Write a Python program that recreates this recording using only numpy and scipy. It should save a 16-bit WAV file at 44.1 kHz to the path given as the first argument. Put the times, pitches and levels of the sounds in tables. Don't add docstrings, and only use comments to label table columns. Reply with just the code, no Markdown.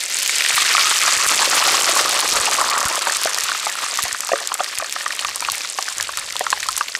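import sys
import numpy as np
from scipy import signal
from scipy.fft import rfft, irfft, next_fast_len
from scipy.io import wavfile
from scipy.ndimage import uniform_filter1d, minimum_filter1d, map_coordinates

SR = 44100
rng = np.random.default_rng(int(sys.argv[2]) if len(sys.argv) > 2 else 0)


def gain_from_decibels(decibels):
    exponent = np.asarray(decibels, float) / 20
    return 10 ** exponent


def wav_record(signal):
    frames = np.transpose(np.atleast_2d(signal))
    bounded = np.clip(frames, -1, 1)
    quanta = np.round(bounded * 32767).astype(np.int16)
    wavfile.write(sys.argv[1], SR, quanta)


N = 308259

# time_s, surface_db, under_db
BOILING = [(0, -27, -35), (.27, -21.5, -39), (.56, -20.5, -22.5), (.76, -16.5, -20), (1.13, -19, -22),
           (1.58, -18.5, -23.5), (2, -19.5, -25), (2.32, -21, -25), (2.53, -20.5, -24.5), (2.7, -25, -20.5),
           (3.08, -24, -28.5), (3.72, -27.5, -31), (4.17, -29, -33.5), (4.7, -31.5, -35), (5.4, -30, -35),
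           (5.68, -28.5, -43), (6.0, -31, -36), (6.99, -31, -40.5)]
# frequency_hz, density_db (per Hz)
FIZZ_COLOUR = [(150, -19.5), (600, -14.5), (1100, -6), (2000, -1.5), (4400, -1.5), (7500, -8), (10500, -16),
               (14700, -23), (16500, -37)]
# frequency_hz, gain_db
SPRAY_COLOUR = [(800, -25), (2000, 5.5), (4000, 3.5), (8000, 10), (11000, 3.5), (15000, -5.5), (16500, -36)]
# start_s, peak_db, pitch_hz
DROPS = [(0.1693, -4.5, 6600), (0.277, 5, 8450), (0.3839, -4, 7440), (0.5568, 14, 9800),
         (1.1762, 10, 6050), (1.274, 23, 9440), (1.3572, 15, 7100), (1.4983, 9, 7650),
         (1.6746, 1, 7240), (1.802, 16, 6200), (1.8211, 5, 7250), (1.9541, 15, 7250),
         (2.0132, -7, 8300), (2.2047, 10, 8500), (2.2776, -8, 6720), (2.311, 1, 4970),
         (2.4003, -2, 5800), (2.5125, 2, 5430), (2.5342, -5, 6700), (2.613, -3.5, 8450),
         (2.6996, 14, 4650), (2.7792, 12, 7530), (2.8052, 8, 5900), (2.8294, -7, 6800),
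         (2.8534, 10, 6450), (2.884, 9, 8300), (2.956, 4, 6960), (3.1228, -5, 6700), (3.169, -3, 8300),
         (3.2496, -7, 7060),
         (3.386, -3, 6000), (3.408, -4, 6450), (3.4365, 12, 7100), (3.5082, -16, 4660),
              (3.974, -5, 6300), (4.029, 0, 8190), (4.037, -3, 8050), (4.1287, -5.5, 6570),
              (4.2064, -4, 7200), (4.2896, -11, 5000), (4.474, -4, 7150), (4.5417, 3, 8300),
              (4.6365, -13, 7100), (4.7861, -2, 7800), (4.9251, -7.5, 6700), (5.2484, -10, 3630),
              (5.359, -5, 8400), (5.4056, -8.5, 7600), (5.5195, -3, 8700), (5.5813, -11.5, 6700),
              (5.826, -8, 5520), (6.0096, -6, 6120), (6.027, -6.5, 7860), (6.1729, -1, 7600),
              (6.3244, -10, 6200), (6.394, -3, 8270), (6.5035, 7, 6160), (6.6871, -3.5, 5300),
              (6.766, -4, 7360), (6.7781, 1, 8800),
         (3.2157, -11, 7890), (3.2346, -3, 8600), (3.3455, -3, 5140), (3.6986, -10, 7290),
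               (3.958, -11.5, 6600), (4.0237, -8, 6620), (4.2718, -11, 6580), (4.388, -21, 3500),
               (4.644, -11, 4340), (4.7535, -13.5, 5200), (5.086, -22, 5260), (5.197, -14, 6340),
               (5.2918, -15.5, 5230), (5.4737, -19, 6880), (5.4998, -7, 4200), (5.555, -9.5, 9050),
               (5.7903, -14, 7400), (5.8869, -11.5, 5400), (5.983, -9, 7360), (6.192, -17, 9390),
               (6.518, -13, 5970), (6.603, -12.5, 5600), (6.631, -13, 3800), (6.72, -14, 7900),
               (6.729, -14, 4994), (6.757, -19, 5070), (6.7819, -5, 8600), (6.9416, -22, 7000)]
# time_s, pitch_hz
BUBBLE_PITCH = [(0, 2600), (.5, 2300), (1.1, 1930), (1.5, 1240), (3, 1170), (3.6, 1585), (7, 1593)]
# time_s, level_db (over the other bubbles)
HOLLOW_LEVEL = [(.4, -26), (.6, -4), (1.3, 0), (3.1, 1.5), (3.15, -16), (7, -23)]
# start_s, peak_db, pitch_hz
POCKETS = [(0.261, -2, 2930), (0.2947, 1, 2220), (0.4074, -2, 2280), (0.4217, -4, 2500),
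           (0.4487, -5.5, 1870), (0.4623, -3, 2350), (0.5781, -6.5, 1200), (0.7487, -2, 1210),
           (0.7675, 10, 2500), (0.7796, -1, 1325), (0.871, -4, 2500), (0.9143, -7, 1570),
           (1.0772, -4, 1210), (1.1721, 1, 2550), (1.623, -7, 1050), (1.6387, -6, 2580),
           (1.8908, -10.5, 647), (1.9505, 1, 1420), (1.9624, -4.5, 1060), (1.9922, -7, 1350),
           (2.613, -1.5, 1060), (2.7236, -10, 1080), (2.775, 4, 1140), (3.0697, -5.5, 930),
           (3.0964, -7.5, 1700), (3.2552, -8, 633), (3.2728, -9.5, 1490), (3.4894, -10.5, 1400),
           (3.5171, -7.5, 1460), (3.667, -9.5, 835),
           (3.9872, -7.5, 1150), (4.146, -12, 1450), (4.2912, -12.5, 960), (4.3168, -7, 637),
                (4.3314, -5, 534), (4.517, -11.5, 1020), (4.6036, -6.5, 733), (4.7983, -11.5, 1210),
                (4.823, -15, 645), (4.9614, -13, 1250), (5.0608, -7.5, 1187), (5.1057, -10, 1830),
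                (5.192, -6.5, 2900), (5.2471, -8.5, 1170), (5.4232, -12, 956), (5.4488, -6, 2620),
                (5.4852, -8.5, 1095), (5.5486, -11.5, 2150), (5.7856, -12, 1100), (5.9998, -11, 1680),
                (6.0905, -15.5, 1090), (6.1716, -11, 1340), (6.408, -7, 728), (6.4657, -7.5, 1330),
                (6.5269, -2, 1017), (6.6285, -12, 1830), (6.6862, -1.5, 1250), (6.8087, -5, 1170),
                (6.884, -10, 2700), (6.9507, -5.5, 1900),
           (3.3832, -7, 1830), (3.548, -11, 1290), (3.628, -19, 1230), (3.7532, -16, 1390),
                 (4.357, -12, 1500), (4.386, -17, 1500), (4.5948, -13, 1170), (3.8620, -17, 1220),
                 (4.0527, -18, 707), (4.1106, -13.5, 1800), (4.413, -21, 680), (4.551, -16, 1240),
                 (4.6616, -16, 1900), (4.776, -11, 2470), (4.8445, -14, 1730), (4.896, -9.5, 3580),
                 (5.009, -12, 1770), (5.1263, -11, 2330), (5.222, -22, 1220), (5.2846, -17, 1060),
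                 (5.6073, -13, 2500), (5.647, -16.5, 1390), (5.7862, -12.5, 764), (5.8815, -13, 1540),
                 (6.136, -18, 1690), (6.355, -17, 960), (6.3656, -5.5, 3500), (6.635, -13, 2270),
                 (6.658, -20, 1090), (6.774, -13.5, 1050)]
# centre_hz, width_hz, level_db
BOWL_MODES = [(561.7, 20, -4), (1170, 216, 4), (1870, 150, -9), (2600, 100, -23.5), (4356, 91, 0.5)]
# delay_s, level_db
BOWL_ECHOES = [(.0004, -17), (.0008, -10.5), (.0015, -38), (.0029, -4), (.0042, -20)]
# start_s, level_db
JOLTS = [(0.541, -43), (1.17, -42), (1.267, -43), (1.353, -46), (2.04, -42), (2.399, -40), (2.855, -30),
         (3.248, -48), (3.436, -47), (4.038, -36.5), (4.128, -48), (4.786, -46), (5.519, -43), (6.009, -42)]
# frequency_hz, density_db (per Hz)
RUMBLE_COLOUR = [(18, -11), (30, -10.5), (60, -0.5), (100, -5.5), (140, -8), (250, -31), (400, -60)]
# centre_s, level_db, spread_s
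LID_PUFFS = [
    (5.35, -75, 0.18),
    (6.0, -62, .06),
    (6.25, -66, .12),
    (6.65, -60, 0.2),
]

SUNK_S, SPENT_S, TURN_S = 1.12, 2.75, 0.16


def boil_surface(surge_db):
    fizz_db, _ = boiling_db()
    hiss = coloured_noise(FIZZ_COLOUR)
    snaps = swarm(count=10000, hz=[(0, 6320)], octaves=0.73, cycles=8.9, spread_db=5, cap_db=19.5, size=110)
    snaps = unit(coloured(snaps, SPRAY_COLOUR))
    hiss_db = fizz_db - 3 + 0.2 * (fizz_db + 23.5) + 1.13 * surge_db
    snaps_db = fizz_db - 1.0 + 0.08 * surge_db
    return gain_from_decibels(hiss_db) * hiss + gain_from_decibels(snaps_db) * snaps


def cracks():
    small = lesser(boiling_db()[0], count=110, over_db=15, spread_db=10, hz=[(0, 7000)], octaves=0.5)
    s, db, hz = np.vstack([DROPS, small]).T
    db = db + np.clip(db + 5, 0, 3.5)
    t = np.arange(700) / SR
    spray_envelope = gain_from_decibels(-13 - 60 * t / 0.006) + gain_from_decibels(-23 - 60 * t / 0.025)
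    spray = scatter(s, db, spray_envelope)
    burst = rings(s, db + 16.0, hz, 5.15 / hz, 0.59, 0, size=160)
    edge = rings(s, db - 32, 4.3 * hz, 3 / hz, 0.78, 0, size=80)
    return burst + edge + spray


def boil_below(surge_db):
    _, bubble_db = boiling_db()
    gurgle_db = driven_db(base_db=-45.5, sunk_db=12.5, follows=0.36)
    bubbles = swarm(count=3000, hz=BUBBLE_PITCH, octaves=0.48, cycles=9.6, spread_db=5.5, cap_db=11.5, size=600)
    hollow = swarm(count=1000, hz=[(0, 1260), (3, 1123), (7, 1200)], octaves=0.11, cycles=24.0,
                   spread_db=1.0, cap_db=13.5, size=900)
    gurgle = swarm(count=1200, hz=[(0, 549)], octaves=0.27, cycles=4.1, spread_db=0.5, cap_db=6.0, size=900)
    hollow_db = np.interp(np.arange(N) / SR, *np.transpose(HOLLOW_LEVEL))
    bubbling = bubbles + gain_from_decibels(hollow_db - 4) * hollow
    return gain_from_decibels(bubble_db - 3 + 0.6 * surge_db) * bubbling + gain_from_decibels(gurgle_db - 1.5) * gurgle


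def pops():
    small = lesser(boiling_db()[1], count=120, over_db=14.5, spread_db=7.5, hz=BUBBLE_PITCH, octaves=0.587)
    s, db, hz = np.vstack([POCKETS, small]).T
    t60 = 0.018 * (1200 / hz) ** 1.13
    sound = rings(s, db, hz, t60, 0.44, 0.034, size=2000)
    sound += rings(s, db - 19.0, 0.84 * hz, 4 * t60, 0.68, 0, size=4000)
    # octaves from the pocket's pitch, level dB
    for octave, piece_db in [(-0.5, -10), (0.5, -4), (1.2, -5), (2.1, -9.5)]:
        detune, delay, strength = rng.standard_normal((len(s), 3)).T
        pitch = hz * 2 ** (octave + 0.19 * detune)
        start = s + 0.0008 * np.abs(delay)
        piece_t60 = 0.76 * t60 * np.sqrt(hz / pitch)
        sound += rings(start, db + piece_db + 2.4 * strength, pitch, piece_t60, 0.53, 0.015, size=1200)
    t = np.arange(700) / SR
    return sound + scatter(s, db, gain_from_decibels(-37 - 60 * t / 0.029))


def bowl(x, ring_db, echo_db):
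    def response(f):
        echoes = sum(gain_from_decibels(db) * np.exp(-2j * np.pi * f * s) for s, db in BOWL_ECHOES)
        modes = 0
        for k, (centre, width, db) in enumerate(BOWL_MODES):
            damping = 1j * f * width
            modes = modes + (-1) ** k * gain_from_decibels(db) * damping / (centre * centre - f * f + damping)
        return 1 + gain_from_decibels(echo_db) * echoes + gain_from_decibels(ring_db) * modes
    return filtered(x, response)


def jolts():
    t = np.arange(N) / SR
    push = 0
    for s, db in JOLTS:
        push = push - gain_from_decibels(db + 26) * np.maximum(t - s, 0) / 0.0033 * np.exp(-np.abs(t - s) / 0.0089)
    return filtered(push, lambda f: high_pass(f, corner_hz=72, order=4))


def air_rumble():
    t = np.arange(N) / SR
    air = gain_from_decibels(driven_db(base_db=-73.5, sunk_db=9.5, follows=0.58))
    for centre, db, spread in LID_PUFFS:
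        air = air + gain_from_decibels(db) * np.exp(-((t - centre) / spread) ** 2)
    air_db = 20 * np.log10(air)
    return gain_from_decibels(air_db + 5.0 + 4.4 * wobble(11)) * coloured_noise(RUMBLE_COLOUR)


def boiling_db():
    s, surface, under = np.transpose(BOILING)
    t = np.arange(N) / SR
    return np.interp(t, s, surface), np.interp(t, s, under)


def driven_db(base_db, sunk_db, follows):
    t = np.arange(N) / SR
    sunk = (np.tanh((t - SUNK_S) / TURN_S) - np.tanh((t - SPENT_S) / TURN_S)) / 2
    surface_db, _ = boiling_db()
    return base_db + sunk_db * sunk + follows * (surface_db - surface_db.mean())


def lesser(bed_db, count, over_db, spread_db, hz, octaves):
    u = rng.random((count, 3))
    s = np.sort(u[:, 0]) ** 1.5 * N / SR
    db = bed_db[(s * SR).astype(int)] + over_db - spread_db * u[:, 1]
    pitch = np.interp(s, *np.transpose(hz)) * 2 ** (octaves * (2 * u[:, 2] - 1))
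    return np.transpose([s, db, pitch])


def swarm(count, hz, octaves, cycles, spread_db, cap_db, size):
    u = rng.random((count, 2))
    g = rng.standard_normal((count, 2))
    s = u[:, 0] * N / SR
    pitch = np.interp(s, *np.transpose(hz)) * 2 ** (octaves * g[:, 0])
    db = np.minimum(-spread_db * np.log(u[:, 1] + 1e-9), cap_db)
    t60 = cycles * np.exp(0.31 * g[:, 1]) / pitch
    return unit(rings(s, db, pitch, t60, 0.18, 0.078, size))


def rings(s, db, hz, t60, rise, glide, size):
    t = np.arange(size) / SR
    s, db, hz, t60 = (np.reshape(v, (-1, 1)) for v in (s, db, hz, t60))
    phase = 2 * np.pi * np.clip(hz, 20, SR / 3) * t * (1 + glide * t / t60)
    onset = 1 - np.exp(-t * hz / rise)
    wave = -gain_from_decibels(db - 60 * t / t60) * np.sin(phase) * onset
    return placed(s, wave)


def scatter(s, db, envelope):
    noise = gain_from_decibels(db[:, None]) * envelope * rng.standard_normal((len(s), len(envelope)))
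    return coloured(placed(s[:, None], noise), SPRAY_COLOUR)


def placed(s, waves):
    at = (s * SR).astype(int) + np.arange(waves.shape[1])
    return np.bincount(at.ravel(), waves.ravel(), N + SR)[:N]


def unit(x):
    return x / np.sqrt(np.mean(x ** 2) + 1e-20)


def wobble(rate):
    knots = rng.standard_normal(int(7 * rate) + 9)
    return map_coordinates(knots, [np.arange(N) * rate / SR])


def filtered(x, response):
    m = next_fast_len(N + SR // 2)
    return irfft(rfft(x, m) * response(np.fft.rfftfreq(m, 1 / SR)), m)[:N]


def coloured(x, colour):
    hz, db = np.transpose(colour)
    return filtered(x, lambda f: gain_from_decibels(np.interp(np.log(f + 1), np.log(hz + 1), db)))


def coloured_noise(colour):
    return unit(coloured(rng.standard_normal(N), colour))


def high_pass(f, corner_hz, order):
    return (1j * f / (corner_hz + 1j * f)) ** order


def scene():
    surge_db = 1.61 * wobble(12) + 2.43 * wobble(70)
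    above = bowl(boil_surface(surge_db) + cracks(), ring_db=-9.5, echo_db=-21)
    below = bowl(boil_below(surge_db) + pops(), ring_db=4, echo_db=-24.0)
    return (above + below)[None]


def top_cut(x):
    return signal.sosfilt(signal.butter(12, 16810, fs=SR, output="sos"), x)


def record(dry):
    need = np.minimum(1, 0.86 / (np.abs(dry[0]) + 1e-9))
    gain = uniform_filter1d(minimum_filter1d(need, size=331), size=331)

    def band(f):
        return high_pass(f, corner_hz=166, order=3) / (1 + (f / 15750) ** 90)

    held = filtered(dry[0] * gain, band)
    mix = held + jolts() + air_rumble()
    return top_cut(mix[None])


dry = scene()
out = record(dry)
wav_record(out)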